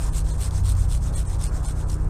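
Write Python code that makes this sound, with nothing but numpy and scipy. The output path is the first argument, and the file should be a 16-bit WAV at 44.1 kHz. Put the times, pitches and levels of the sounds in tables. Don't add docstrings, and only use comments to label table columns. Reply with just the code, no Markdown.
import sys
import numpy as np
from scipy import signal
from scipy.fft import rfft, irfft, next_fast_len
from scipy.io import wavfile
from scipy.ndimage import uniform_filter1d, map_coordinates

SR = 44100
rng = np.random.default_rng(int(sys.argv[2]) if len(sys.argv) > 2 else 0)


def transcribe(u):
    v = np.clip(np.atleast_2d(u).T, -1, 1)
    q = np.round(v * 32767).astype(np.int16)
    wavfile.write(sys.argv[1], SR, q)


def how_loud(loudness_db):
    steps = np.asarray(loudness_db, float) / 20
    return 10 ** steps


N = 92169

# frequency in Hz, density in dB per Hz.
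RUMBLE_COLOUR = [(4.7, -53), (8.0, -7), (37, -4.5), (60, -5), (156, -19.5), (206, -35.5), (260, -27),
                 (340, -58), (570, -120)]
# frequency in Hz, density in dB per Hz.
TYRE_COLOUR = [(110, -31), (190, -7), (500, -13), (1050, -15), (1550, -21.5), (1900, -30), (2700, -38),
               (5700, -90)]
# time in seconds, level in dB.
TYRE_LEVEL = [
    (0, -42.5),
    (.9, -43),
    (1.5, -42),
    (2.09, -42.5),
]
# frequency in Hz, density in dB per Hz.
AIR_COLOUR = [(1500, -24), (3000, -2.5), (8500, 3.5), (11000, -6), (13500, -11), (15800, -18)]

# multiple of the cycle rate, level in dB, swell in dB, swell centre in seconds,
# swell length in seconds.
ENGINE_ORDERS = [(1.003, -53, 17, 0.73, .4), (2, -30, -12, 0.43, 0.14), (4.01, -34.5, 5, 0.75, 0.54),
                 (5.006, -41.5, -3.5, 1.5, .25), (6, -36.5, 9.5, 0.64, 0.38), (7.99, -44.5, 7, 0.95, 0.48),
                 (10, -39.5, 2, 1.1, 0.24), (11.89, -58, 9.5, .9, .5), (16.6, -67, 10, 2, .3),
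                 (20, -61, 10, 1.95, 0.37), (23.43, -66.5, 9, 1.98, .25), (25, -63.5, 4.5, 1.9, 0.21),
                 (29.35, -68, 9, 2.07, .1), (33.47, -68, 5, 1.83, 0.42)]

# time in seconds, level in dB, length in seconds, ring in Hz.
CATCHES = [(0.51, -39, .0025, 5000), (0.579, -39.5, .008, 8000), (.752, -43, .003, 5500),
           (1.44, -33, 0.011, 8400), (1.687, -36.5, .006, 8600), (1.9, -39, 0.0066, 5990),
           (1.921, -45, 0.0061, 8500), (1.943, -43, .006, 8040), (.77, -44, .003, 8300),
           (1.253, -50, .003, 4500), (.721, -40, .005, 8500)]
CATCH_WIDTH = [1.6, 0.17, 1.4, .12, 0.1494, 0.82, .3, .4, .5, 1.3, .3]

TURNS = [-.03, .108, .235, .373, .5, .624, .746, .872, 1.0, 1.12, 1.243, 1.377, 1.508, 1.621, 1.742, 1.856,
         1.975]
# stroke pressure in dB, moment of top speed as a share of the stroke.
STROKES = [(-40.5, .5), (-39, .55), (-43, .5), (-38.5, .5), (-43.5, .6), (-39, .55), (-44, .5), (-41, .5),
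           (-45.5, .5), (-40, .5), (-44.5, .6), (-41, .5), (-46.5, .5), (-41, .5), (-48.5, .5), (-47, .55)]
# frequency in Hz, density in dB per Hz.
PUSH_COLOUR = [(1060, -35), (1800, -4.5), (2900, -7), (3500, -6), (4500, -5.5), (8600, 2), (10900, -10.5),
               (14300, -17), (15600, -26)]
# frequency in Hz, density in dB per Hz.
PULL_COLOUR = [(1060, -45), (1800, -9.5), (2900, -8), (3500, -8), (6700, -5.5), (8560, 0.5), (10800, -10),
               (14300, -20), (15600, -25)]
# frequency in Hz, width in Hz, gain in dB.
BLADE_MODES = [(3434, 70, 3.5), (4160, 92, 4.5), (5300, 87, 4.5), (6190, 76, 5), (7280, 90, 2.5),
               (7690, 59, 3), (8360, 110, 4.5), (8740, 80, 5), (9470, 120, 5), (13100, 600, 3.5)]
# time in seconds, level in dB.
SLIDE_OUT = [
    (1.96, -64),
    (2.0, -61),
    (2.05, -59),
    (2.07, -74),
    (2.09, -70),
]
SMOOTH = [.65, .5]

# centre in seconds, frequency in Hz below which all stays, share lost.
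THINNED = [
    (.1135, 1900, .75),
    (.3225, 700, .9),
    (1.1585, 1500, .97),
    (1.2746, 1500, .97),
    (1.4835, 1300, .97),
    (1.6693, 1200, .95),
    (1.855, 1900, .85),
]


def unit(x):
    return x / np.sqrt(np.mean(x ** 2) + 1e-20)


def along(points, hz):
    f, v = np.transpose(points)
    return how_loud(np.interp(np.log(hz + 1), np.log(f + 1), v))


def curve(rows):
    return np.interp(np.arange(N) / SR, *np.transpose(rows))


def wobble(rate):
    return map_coordinates(rng.standard_normal(N // 50), [np.arange(N) * rate / SR])


def filtered(x, response):
    m = next_fast_len(N + SR // 2)
    return irfft(rfft(x, m) * response(np.fft.rfftfreq(m, 1 / SR)), m)[:N]


def peak(f, hz, width):
    return 1j * f * width / (hz * hz - f * f + 1j * f * width)


def patchy(patchy_db, wide, long):
    z = signal.stft(rng.standard_normal(N), nperseg=512)[2]
    field = uniform_filter1d(rng.standard_normal(z.shape), size=wide, axis=0)
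    field = uniform_filter1d(field, size=long, axis=1)
    return unit(signal.istft(z * how_loud(patchy_db * unit(field)), nperseg=512)[1][:N])


def rush(points, patchy_db):
    return unit(filtered(patchy(patchy_db, wide=6, long=12), lambda f: along(points, f)))


def traffic():
    rumble = how_loud(-30.5 + 1.2 * wobble(2.88)) * rush(RUMBLE_COLOUR, patchy_db=-0.5)
    tyres = how_loud(curve(TYRE_LEVEL) + 0.83 * wobble(9.07)) * rush(TYRE_COLOUR, patchy_db=1.5)
    air = how_loud(-61) * rush(AIR_COLOUR, patchy_db=-0.5)
    return rumble + tyres + air


def engines():
    cycle_hz, unsteady = 15.28, .003
    machine_hz, machine_db, machine_rise_db = 48.88, -24, -1
    flutter_db, engine_db = 2, 4.5
    t = np.arange(N) / SR
    turn = 2 * np.pi * np.cumsum(cycle_hz * (1 + unsteady * wobble(3))) / SR
    closer_db = 5.5 * np.exp((t - t[-1]) / .2)
    machine_level_db = machine_db + machine_rise_db * t + flutter_db * wobble(3.8)
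    out = how_loud(machine_level_db) * np.sin(2 * np.pi * machine_hz * t)
    for order, db, swell_db, s, length in ENGINE_ORDERS:
        swell = swell_db * np.exp(-((t - s) / length) ** 2)
        level_db = db + engine_db + swell + flutter_db * wobble(5.007) + closer_db * (order > 5)
        out = out + how_loud(level_db) * np.sin(order * turn + rng.uniform(0, 2 * np.pi))
    return out


def catches():
    t, out = np.arange(N) / SR, 0
    for (s, db, length, hz), width in zip(CATCHES, CATCH_WIDTH):
        noise = rng.standard_normal(N)
        scrape = unit(filtered(noise, lambda f: peak(f, hz, width * hz) ** 2 * (f < 15000)))
        out = out + how_loud(db) * scrape * np.exp(-((t - s) / length * 2) ** 2)
    return out


def steel(f, colour):
    wood_hz, wood_db = 1190, 3
    rolloff = (f / wood_hz) ** 2 / (1 + (f / wood_hz) ** 2)
    low = how_loud(wood_db) * along(colour[1:], f) * rolloff
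    body = np.where(f < colour[1][0], low, along(colour, f))
    return body * (1 + sum((how_loud(db) - 1) * peak(f, hz, w) for hz, w, db in BLADE_MODES))


def tearing(speed):
    teeth_per_s, scatter, bite_db, tear_s = 1100, .5, 3.5, .0006
    passed = np.cumsum(teeth_per_s * (REST + speed) * how_loud(scatter * 6 * wobble(300)) / SR)
    bite = how_loud(bite_db * np.clip(rng.standard_normal(N), -3, 1.6))
    teeth = np.diff(np.floor(passed), prepend=0) * bite
    tear = signal.fftconvolve(teeth, np.exp(-np.arange(400) / SR / tear_s))[:N]
    return tear / np.sqrt(np.abs(uniform_filter1d(tear ** 2, size=2000)) + 1e-9)


REST = .075


def saw():
    speed_power = np.array([.9, 1.25])
    judder_hz, judder_db = 104, np.array([1.2, 3])
    flex_hz, flex_width, flex_db = 3575, 1100, -5
    flex_at = [0.81, 0.27]
    t = np.arange(N) / SR
    place = np.interp(t, TURNS, np.arange(len(TURNS)))
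    k = np.minimum(place.astype(int), len(STROKES) - 1)
    direction = k % 2
    db, top = np.array(STROKES)[k].T
    u = np.clip(place - k, 0, 1)
    speed = np.sin(np.pi / 2 * np.where(u < top, u / top, (1 - u) / (1 - top)))
    tear = tearing(speed)
    smooth = np.array(SMOOTH)[direction]
    shake = np.sin(2 * np.pi * np.cumsum(judder_hz * (1 + .15 * wobble(20))) / SR)
    shake_db = judder_db[direction] * shake * speed ** 2 + 1.12 * wobble(40.01)
    grain = np.sqrt(smooth + (1 - smooth) * tear ** 2) * how_loud(shake_db)
    force = how_loud(db) * (REST * (t < TURNS[-1]) + speed ** speed_power[direction])
    force = force + how_loud(curve(SLIDE_OUT)) * (t > SLIDE_OUT[0][0])
    out = 0
    for way, colour in enumerate([PUSH_COLOUR, PULL_COLOUR]):
        noise = patchy(2, wide=10, long=4)
        sing = how_loud(flex_db) * np.exp(-((u - flex_at[way]) / 0.19) ** 2)
        noise = noise + sing * filtered(noise, lambda f: peak(f, flex_hz, flex_width) ** 2)
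        scale = np.std(filtered(noise, lambda f: steel(f, colour)))
        stroke = noise * grain * force * (direction == way)
        out = out + filtered(stroke, lambda f: steel(f, colour)) / scale
    return out


def scene():
    return (traffic() + engines() + catches() + saw())[None]


TOP_HZ = 15350


def thinned(x):
    kept_share, levelling, kept_db = .07, .65, 4.5
    out = x.copy()
    window = np.sin(np.pi * (np.arange(2048) + .5) / 2048)
    f = np.fft.rfftfreq(2048, 1 / SR)
    for s, safe_hz, lost in THINNED:
        cut = slice(round(s * SR) - 1024, round(s * SR) + 1024)
        z = rfft(x[cut] * window)
        rank = np.abs(z) / (uniform_filter1d(np.abs(z), size=60) + 1e-12) ** levelling
        high = f > safe_hz
        kept = rank > np.quantile(rank[high & (f < TOP_HZ)], 1 - kept_share)
        change = np.where(kept, how_loud(kept_db) - 1, -lost)
        out[cut] += window ** 2 * irfft(z * high * change)
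    return out


def band_limit(x):
    return signal.sosfilt(signal.butter(12, 15660, fs=SR, output="sos"), x)


def record(dry):
    x = filtered(dry[0], lambda f: 1 / (1 + (f / TOP_HZ) ** 60))
    x = x * np.clip((N - np.arange(N)) / SR / .004 + .35, 0, 1)
    return band_limit(thinned(x)[None])


dry = scene()
out = record(dry)
transcribe(out)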